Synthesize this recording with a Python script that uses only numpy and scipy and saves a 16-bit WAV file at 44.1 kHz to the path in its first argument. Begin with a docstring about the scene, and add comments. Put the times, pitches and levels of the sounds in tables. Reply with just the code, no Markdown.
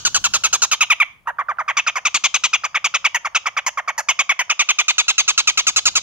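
"""A harsh rattle, about ten notes a second, right at the microphone: a caged bird in a small room, with one
short pause and a dull, scooping restart. Uneven membrane pulses and gated air fall in pitch through resonances
of windpipe, throat and beak, plus a hiss band; wider beaks sound brighter and raspier. A tiny sip of air
precedes the notes. Bars and body scatter the treble, the room rings, and low rumble and a noise floor lie below."""
import sys
import numpy as np
from scipy import signal
from scipy.fft import rfft, irfft, next_fast_len
from scipy.io import wavfile
from scipy.ndimage import uniform_filter1d, minimum_filter1d

SR = 44100
rng = np.random.default_rng(int(sys.argv[2]) if len(sys.argv) > 2 else 0)


def file_out(sig):
    """Save sig as 16-bit WAV at sys.argv[1]."""
    # one column per channel
    cols = np.atleast_2d(sig).T
    # limit, then scale
    lim = np.clip(cols, -1, 1)
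    pcm = np.round(lim * 32767).astype(np.int16)
    wavfile.write(sys.argv[1], SR, pcm)


N = 265570
LEAD = SR // 4  # samples kept ahead of the opening, for the rattle already under way

# rumble of the bird stirring close by: (time [s], level [dB])
STIR = [(0, -51), (.25, -46), (.7, -61), (2.6, -65), (3.8, -66), (4.7, -74), (5.85, -56)]
USUAL_PITCH_HZ, WIDE_BEAK_DB = 1200, -19


def from_db(db):
    """Decibels to gain."""
    return 10 ** (np.asarray(db) / 20)


def rms_one(x):
    """Scale to rms 1."""
    return x / np.sqrt(np.mean(x ** 2) + 1e-20)


def along(rows, at):
    """Read a two-column table along straight lines."""
    return np.interp(at, *np.transpose(rows))


def at_hz(points, hz):
    """Read a spectrum on a log-frequency axis."""
    points = np.array(points)
    return np.interp(np.log(hz + 1e-9), np.log(points[:, 0]), points[:, 1])


def colour(x, spectrum):
    """Filter a sound by a smooth spectrum."""
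    n = x.shape[-1]
    size = next_fast_len(n + 2048)
    gain = from_db(at_hz(spectrum, np.fft.rfftfreq(size, 1 / SR)))
    return irfft(rfft(x, size) * gain, size)[..., :n]


def band(x, low_hz, high_hz, order=3):
    """Butterworth band-pass."""
    edges = [low_hz, min(high_hz, SR / 2 - 100)]
    return signal.sosfilt(signal.butter(order, edges, "band", fs=SR, output="sos"), x)


def waver(size, rate_hz):
    """Smooth random drift with rms 1: noise through two equal one-pole low-passes."""
    r = np.exp(-2 * np.pi * rate_hz / SR)
    drift = signal.lfilter([1], [1, -2 * r, r * r], rng.standard_normal(2 * size))
    return rms_one(drift[size:])  # the first half lets the filter settle


def add(out, s, x):
    """Mix a sound in at time s."""
    i = max(LEAD + round(s * SR), 0)
    x = x[..., :max(out.shape[1] - i, 0)]
    out[:, i:i + x.shape[-1]] += x


def posture(s, pitch_hz, beak_db):
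    """Length, windpipe level, hiss level and throat centre that go with a note's pitch and gape."""
    # slow course of the rattle at usual pitch and gape:
    # (time [s], note length [s], windpipe level [dB], hiss level [dB])
    course = [(0.05, 0.035, -22.6, -36.8), (0.6, 0.039, -22.5, -37.7), (1.0, 0.033, -20.5, -35.6),
              (1.4, 0.038, -19.7, -48.4), (2.3, 0.034, -24.1, -47.9), (3.3, 0.031, -21.4, -45.7),
              (4.0, 0.034, -21.5, -46.2), (4.8, 0.033, -23.7, -43.8), (5.95, 0.037, -25.4, -42.2)]
    times, *columns = np.transpose(course)
    length, windpipe_db, hiss_db = (np.interp(s, times, column) for column in columns)
    octaves = np.log2(pitch_hz / USUAL_PITCH_HZ)
    gape_db = beak_db + 22  # against the usual beak level of -22 dB
    # a higher note rings more in the windpipe
    windpipe_db = windpipe_db + 4.5 * octaves - .03 * gape_db
    # a lower, slacker note and a wider beak let out more hiss
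    hiss_db = hiss_db - 20 * octaves + .58 * gape_db
    # the throat resonance climbs with pitch and gape
    throat_hz = 2570 + 700 * octaves + 15 * gape_db
    return length, windpipe_db, hiss_db, throat_hz


def lateness(pitch_hz, beak_db, half_shut_db=-27, slack_hz=1070):
    """How late the beak opens, 0-1: latest on a taut note with the beak half shut."""
    shut = np.interp(beak_db, [half_shut_db, WIDE_BEAK_DB], [1, 0])
    return shut * np.interp(pitch_hz, [slack_hz, USUAL_PITCH_HZ], [0, 1])


def glide(s, u, late, restart_s=1.271, recovery_s=.31, quick_fall=-.2, late_fall=.15):
    """Pitch ratio at shares u of a note: a fall, blended with a scoop that fades after the restart."""
    # course of a harsh note: (share of its length [0-1], pitch [ratio])
    harsh_course = [(0, 1.22), (.12, 1.07), (.3, 1.0), (.52, .93), (.72, .79), (1.0, .53)]
    # a scooping note dips and recovers before it sinks: (share of its length [1 = whole], pitch [ratio])
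    scoop_course = [(0, 1.6), (.13, 1.08), (.28, .93), (.52, 1.07), (.75, .95), (1.1, .6)]
    scoop = np.clip(1 - ((s - restart_s) / recovery_s) ** 2, 0, 1) * (s > restart_s - .05)
    fall = quick_fall + late * (late_fall - quick_fall)  # extra fall over a note, octaves
    plain = along(harsh_course, u) * 2 ** (-fall * (np.minimum(u, 1) - .3))
    return (1 - scoop) * plain + scoop * along(scoop_course, u)


def syrinx(pitch_hz, rough, jitter=.065, jitter_hz=600, shimmer_db=3.5, gating=.5):
    """Uneven pulses of the membranes, and the turbulence that each pulse lets through."""
    size = len(pitch_hz)
    hz = pitch_hz * (1 + jitter * rough * waver(size, jitter_hz))
    phase = 2 * np.pi * np.cumsum(hz) / SR
    k = np.arange(1, 17)[:, None]  # partial numbers
    audible = k * hz < SR / 2
    partials = np.cos(k * phase + rng.uniform(0, 2 * np.pi, k.shape)) * audible
    pulses = partials.sum(axis=0) * from_db(shimmer_db * rough * waver(size, 200))
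    air = rng.standard_normal(size) * (1 + gating * np.cos(phase))
    # roughness moves power from pulses to air
    return np.sqrt(1 - rough) * rms_one(pulses), np.sqrt(rough) * rms_one(air)


def throat_resonance(hz, bright_db, unsteady, late, widen_db=1.1, reach_db=.14, late_holds=.8):
    """The throat band slides and widens with gape; a narrow beak, steady note or late beak limits its rise."""
    # throat at a reference centre: (low edge [Hz], high edge [Hz], centre [Hz], width [Hz],
    # rise over a note [octaves], rasp [dB], response to pressure [dB/dB], response to beak opening [ratio],
    # left port's lag before the turn [s], lag after it [s], left-right [dB])
    throat = (1850, 3900, 2470, 600, .32, -3, .6, .5, .000048, .000122, .1)
    low, high, centre, width = np.array(throat[:4]) * hz / 2550
    gape = max(bright_db, 0)
    rise = throat[4] * np.clip(1 + bright_db / 14, 0, 1) * unsteady * (1 - late_holds * late)
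    high = high * from_db(reach_db * gape)
    width = width * from_db(widen_db * gape) * np.sqrt(unsteady)
    return (low, high, centre, width, rise, *throat[5:])


def beak_resonance(beak_db):
    """A half-shut beak holds back the top of its band."""
    # beak fully open: (low edge [Hz], high edge [Hz], centre [Hz], width [Hz],
    # rise over a note [octaves], rasp [dB], response to pressure [dB/dB], response to beak opening [ratio],
    # left port's lag before the turn [s], lag after it [s], left-right [dB])
    beak = (3900, 7700, 6350, 1350, .12, -3.5, 1.4, .7, .000042, .000106, 1.0)
    # the upper edge climbs with gape: (beak level [dB], share of the full edge [0-1])
    beak_reach = [(-27, .89), (-21, .94), (-16, 1.0)]
    return (beak[0], beak[1] * along(beak_reach, beak_db), *beak[2:])


def resonate(x, hz, width_hz, size=96):
    """A two-pole resonance whose centre moves, stepped in short blocks."""
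    r = np.exp(-np.pi * width_hz / SR)
    out, state = np.zeros(len(x)), np.zeros(2)
    for i in range(0, len(x), size):
        poles = [1, -2 * r * np.cos(2 * np.pi * hz[i] / SR), r * r]
        out[i:i + size], state = signal.lfilter([1, 0, -1], poles, x[i:i + size], zi=state)
    return out


def place(x, lag_s, pan_db):
    """Set a sound between the microphone's ports: the left hears it lag_s later than the right."""
    hz = np.fft.rfftfreq(len(x), 1 / SR)
    late = irfft(rfft(x) * np.exp(-2j * np.pi * hz * lag_s), len(x))
    return np.array([late * from_db(pan_db / 2), x * from_db(-pan_db / 2)])


def scatter(x, scatter_db=-6.0, corner_hz=3800, count=8):
    """Cage bars and the bird's own body throw back a little treble, differently to each port."""
    paths = np.zeros((2, 200))  # 200 samples: under 5 ms of echoes
    for port in paths:
        delays = rng.integers(6, len(port), count)
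        port[delays] = rng.choice([-1, 1], count) / np.sqrt(count)
    treble = band(x, corner_hz, 18000, order=1)
    echoes = signal.fftconvolve(treble, paths, axes=1)[:, :x.shape[1]]
    return x + from_db(scatter_db) * echoes


def puff(s, size, level_db, follows_stir=.12, usual_stir_db=-66):
    """Turbulent air brushing the close ports, a little stronger on the left and as the bird stirs."""
    # air stirred close to the microphone: (frequency [Hz], level [dB per Hz])
    puff_spectrum = [(25, -11), (80, -2), (550, -1), (3000, -38)]
    noise = rng.standard_normal((2, size)) + rng.standard_normal(size)  # partly shared by the ports
    air = rms_one(colour(noise, puff_spectrum)) * from_db([[1], [-1]])
    near_db = follows_stir * (along(STIR, s) - usual_stir_db)
    return air * from_db(level_db + near_db)


def note(row, shut_db=-20, puff_db=-31, puff_growth=1.5, rough_start=.6, rough_growth=1.2,
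         voice_db=-.1, length_spread=.03, quick_opening_s=.0006, late_opening_s=.009,
         opening_sweep=.9, opening_sweep_s=.015):
    """One squawk: membrane pulses and air drive four parallel resonances, with a puff of air beside them."""
    # windpipe, then hiss: (low edge [Hz], high edge [Hz], centre [Hz], width [Hz],
    # rise over a note [octaves], rasp [dB], response to pressure [dB/dB], response to beak opening [ratio],
    # left port's lag before the turn [s], lag after it [s], left-right [dB])
    windpipe = (520, 1900, 1190, 1300, 0, -5.5, .7, 0, .000105, .000105, -2.2)
    hiss = (8400, 15000, 10500, 3400, 0, 0.0, 1.2, .5, .000062, .000055, 2.0)
    # air pressure behind a note: (share of its length [1 = whole], level [dB])
    pressure = [(0, -12), (.03, -1.5), (.14, 0), (.57, -1), (.75, -5), (.91, -9), (1.03, -20), (1.3, -44)]
    # the wider the beak, the rougher the note: (beak level [dB], roughness [0-1])
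    roughness = [(-53, .28), (-35, .38), (-22, .48), (-15, .44)]
    # a strongly ringing throat steadies the membranes: (throat level [dB], share of roughness left [0-1])
    steadying = [(-15, 1), (-12, .5), (-9, .22)]
    # the bird turns at the microphone: (time [s], share of the turn [0-1])
    turning = [(0, .7), (1.5, 0), (4.0, 0), (5.0, 1.0)]
    # the head sways from side to side: (time [s], left-right [dB])
    sway = [(0, -.2), (1.3, -1.0), (1.8, .5), (2.2, 2.4), (2.8, 1.2), (3.7, -.2), (6, -.3)]

    s, pitch, throat_db, beak_db = row
    length, windpipe_db, hiss_db, throat_hz = posture(s, pitch, beak_db)
    length = length * (1 + length_spread * rng.standard_normal())
    t = np.arange(3072) / SR
    u = t / length  # share of the note's length
    unsteady = along(steadying, throat_db)
    late = lateness(pitch, beak_db) * np.clip(unsteady, 0, 1)

    # the membranes grow unsteady as they slacken
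    growth = rough_start + rough_growth * u
    rough = np.clip(along(roughness, beak_db) * unsteady * growth, .02, .92)
    pulses, air = syrinx(pitch * glide(s, u, late), rough)
    # past the table's end the pressure drops 60 dB per note length
    pressure_db = along(pressure, u) - 60 * np.maximum(u - pressure[-1][0], 0)

    # a late beak opens gradually and sweeps its resonances up from below
    closed = np.clip(1 - (t / (quick_opening_s + late * late_opening_s)) ** 2, 0, 1)
    sweep = opening_sweep * late * np.clip(1 - t / opening_sweep_s, 0, 1)  # octaves
    turn = np.clip(along(turning, s), 0, 1)
    bright_db = beak_db - windpipe_db
    throat = throat_resonance(throat_hz, bright_db, unsteady, late)
    resonances = windpipe, throat, beak_resonance(beak_db), hiss
    levels_db = windpipe_db, throat_db, beak_db, hiss_db

    out = 0
    for resonance, level_db in zip(resonances, levels_db):
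        low, high, hz, width, rise, rasp_db, by_pressure, by_beak, lag_before, lag_after, pan_db = resonance
        drive_db = by_pressure * pressure_db + by_beak * shut_db * closed
        drive = (pulses + from_db(rasp_db) * air) * from_db(drive_db)
        # where a rise is set, the resonance climbs while the pitch falls
        centre = hz * 2 ** (rise * (np.minimum(u, 1) - .3) - by_beak * sweep)
        ring = resonate(band(drive, low, high, order=4), centre, width)
        # the level refers to the note's length, not to the whole buffer
        ring = rms_one(ring) * np.sqrt(length / t[-1]) * from_db(voice_db + level_db)
        lag = lag_before + turn * (lag_after - lag_before)
        out = out + place(ring, lag, pan_db + along(sway, s))

    # the wider the beak, the more air brushes the ports
    breath_db = puff_db + windpipe_db + puff_growth * max(bright_db, -5) + .5 * pressure_db
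    return scatter(out) + puff(s, len(t), breath_db)


def room(x, build_s=.012, likeness=.4):
    """Dense reflections that swell briefly and die faster in the treble."""
    # colour of the room's ring: (frequency [Hz], level [dB])
    room_colour = [(100, -19), (480, -14.5), (1200, -22), (2500, -23), (3600, -18), (6500, -19.5),
                   (12000, -27)]
    # decay of the ring: (frequency [Hz], time to fall 60 dB [s])
    room_decay = [(1200, .4), (2500, .36), (6500, .34), (14000, .18)]
    t = np.arange(SR * 3 // 4) / SR
    edges = np.geomspace(60, 17000, 11)
    white = rng.standard_normal((2, len(t))) + likeness * rng.standard_normal(len(t))
    tail = 0
    for low, high in zip(edges, edges[1:]):
        decay_s = at_hz(room_decay, np.sqrt(low * high))
        fade = from_db(-60 * t / decay_s) * (1 - np.exp(-t / build_s))
        tail = tail + band(white, low, high) * fade / np.linalg.norm(fade)
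    return signal.fftconvolve(x, colour(tail, room_colour), axes=1)[:, :x.shape[1]]


def steady(spectrum):
    """Partly shared noise at the two ports, 4 dB stronger on the left."""
    noise = rng.standard_normal((2, N)) + rng.standard_normal(N)
    return rms_one(colour(noise, spectrum)) * from_db([[2], [-2]])


def rumble():
    """Low noise whose level follows the bird's movements."""
    # low rumble as the bird moves: (frequency [Hz], level [dB per Hz])
    rumble_spectrum = [(25, -10), (100, 0), (250, -11), (800, -35)]
    return steady(rumble_spectrum) * from_db(along(STIR, np.arange(N) / SR))


def background():
    """Constant noise floor, strongest in the low end."""
    # background: (frequency [Hz], level [dB per Hz])
    floor_spectrum = [(25, -10), (90, 0), (300, -12), (900, -4), (2500, -14), (15000, -42)]
    return steady(floor_spectrum) * from_db(-66)


def sip(length=.004, start_hz=650, end_hz=1300, noise=.3):
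    """A faint rising chirp as the bird draws air through the syrinx."""
    size = int(length * SR)
    tone = np.sin(2 * np.pi * np.cumsum(np.linspace(start_hz, end_hz, size)) / SR)
    breath = rms_one(band(rng.standard_normal(size), 600, 2500, order=4))
    return (tone + noise * breath) * np.hanning(size)


def thump(size=1024):
    """A stronger puff of air that hits the ports: a short swell of low noise."""
    return rms_one(band(rng.standard_normal((2, size)), 60, 260, order=2)) * np.hanning(size)


def bird(sip_db=-42, sip_ahead=.014, beat=.095):
    """The rattle is already under way; after the pause it restarts with a longer draw of air."""
    # notes close to the microphone; the beak's level tells how wide it gapes:
    # (time [s], pitch at glide ratio 1 [Hz], throat level [dB], beak level [dB])
    notes = [(0.0494, 1430.0, -19, -14), (0.144, 1420.0, -20, -16), (0.2396, 1390.0, -19, -17),
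             (0.336, 1330.0, -20, -16), (0.4359, 1300.0, -19, -18), (0.5277, 1320.0, -21, -16),
             (0.6185, 1350.0, -23, -15), (0.7124, 1290.0, -17, -19), (0.806, 1240.0, -13, -21),
             (0.8995, 1200.0, -11, -26), (0.9992, 1180.0, -9, -35), (1.271, 950.0, -29, -53),
             (1.3844, 1150.0, -33, -53), (1.4843, 1200.0, -37, -52), (1.5842, 1250.0, -38, -49),
             (1.6785, 1140.0, -22, -39), (1.7671, 1130.0, -16, -25), (1.8644, 1240.0, -18, -27),
             (1.9548, 1090.0, -26, -32), (2.0505, 1190.0, -16, -22), (2.1428, 1160.0, -17, -19),
             (2.2376, 1180.0, -15, -20), (2.3408, 1180.0, -16, -20), (2.436, 1210.0, -16, -20),
             (2.5301, 1220.0, -14, -24), (2.6353, 1200.0, -24, -29), (2.7439, 1170.0, -17, -33),
             (2.842, 1150.0, -17, -22), (2.9392, 1230.0, -17, -24), (3.0426, 1180.0, -14, -26),
             (3.1443, 950.0, -19, -27), (3.2468, 1150.0, -26, -36), (3.3469, 1280.0, -16, -23),
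             (3.4564, 1180.0, -22, -31), (3.5655, 1180.0, -21, -33), (3.6628, 1000.0, -24, -23),
             (3.7723, 1100.0, -27, -41), (3.8757, 1150.0, -25, -35), (3.9783, 890.0, -31, -26),
             (4.0852, 1090.0, -16, -22), (4.1888, 1140.0, -16, -23), (4.2915, 1090.0, -14, -29),
             (4.3902, 1000.0, -19, -27), (4.4945, 1210.0, -16, -23), (4.5916, 1170.0, -13, -20),
             (4.6871, 1200.0, -14, -20), (4.785, 1180.0, -14, -20), (4.881, 1230.0, -13, -18),
             (4.9809, 1280.0, -14, -17), (5.0805, 1300.0, -14, -18), (5.1798, 1270.0, -14, -17),
             (5.2778, 1270.0, -15, -17), (5.3762, 1290.0, -15, -17), (5.4724, 1260.0, -14, -18),
             (5.573, 1270.0, -15, -18), (5.667, 1300.0, -17, -16), (5.7603, 1290.0, -17, -16),
             (5.8537, 1310.0, -17, -15), (5.9527, 1290.0, -17, -16)]
    out = np.zeros((2, LEAD + N))
    add(out, notes[0][0] - beat, note(notes[1]))  # begins before the opening
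    for row in notes:
        add(out, row[0], note(row))
        sip_s = row[0] - sip_ahead + rng.normal(0, .001)
        add(out, sip_s, sip() * from_db(sip_db + rng.normal(0, 2)))
    add(out, 1.252, sip(length=.024, start_hz=500, end_hz=1900, noise=.2) * from_db(-39))
    add(out, 2.14, thump() * from_db(-37))
    return out


def scene():
    """The bird, its room, a low rumble as it moves and the background."""
    call = bird()
    return (call + room(call))[:, LEAD:] + rumble() + background()


def limit(x, ceiling=.85, size=128):
    """Turn the level down for a few milliseconds around each peak that would pass the ceiling."""
    gain = ceiling / np.maximum(np.abs(x).max(axis=0), ceiling)
    return x * uniform_filter1d(minimum_filter1d(gain, 2 * size), size)


def record(dry, cutoff_hz=15700):
    """Microphone colour and limiter, then a steep low-pass cuts the top."""
    # microphone colour: (frequency [Hz], level [dB])
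    mic_colour = [(4000, 0), (4900, 1.8), (5550, -3), (6400, 1.8), (8600, -1.5), (10600, 4.5),
                  (12700, -3.5), (15000, 3.5)]
    low_pass = signal.ellip(10, .2, 80, cutoff_hz, fs=SR, output="sos")
    return signal.sosfilt(low_pass, limit(colour(dry, mic_colour)))


dry = scene()
out = record(dry)
file_out(out)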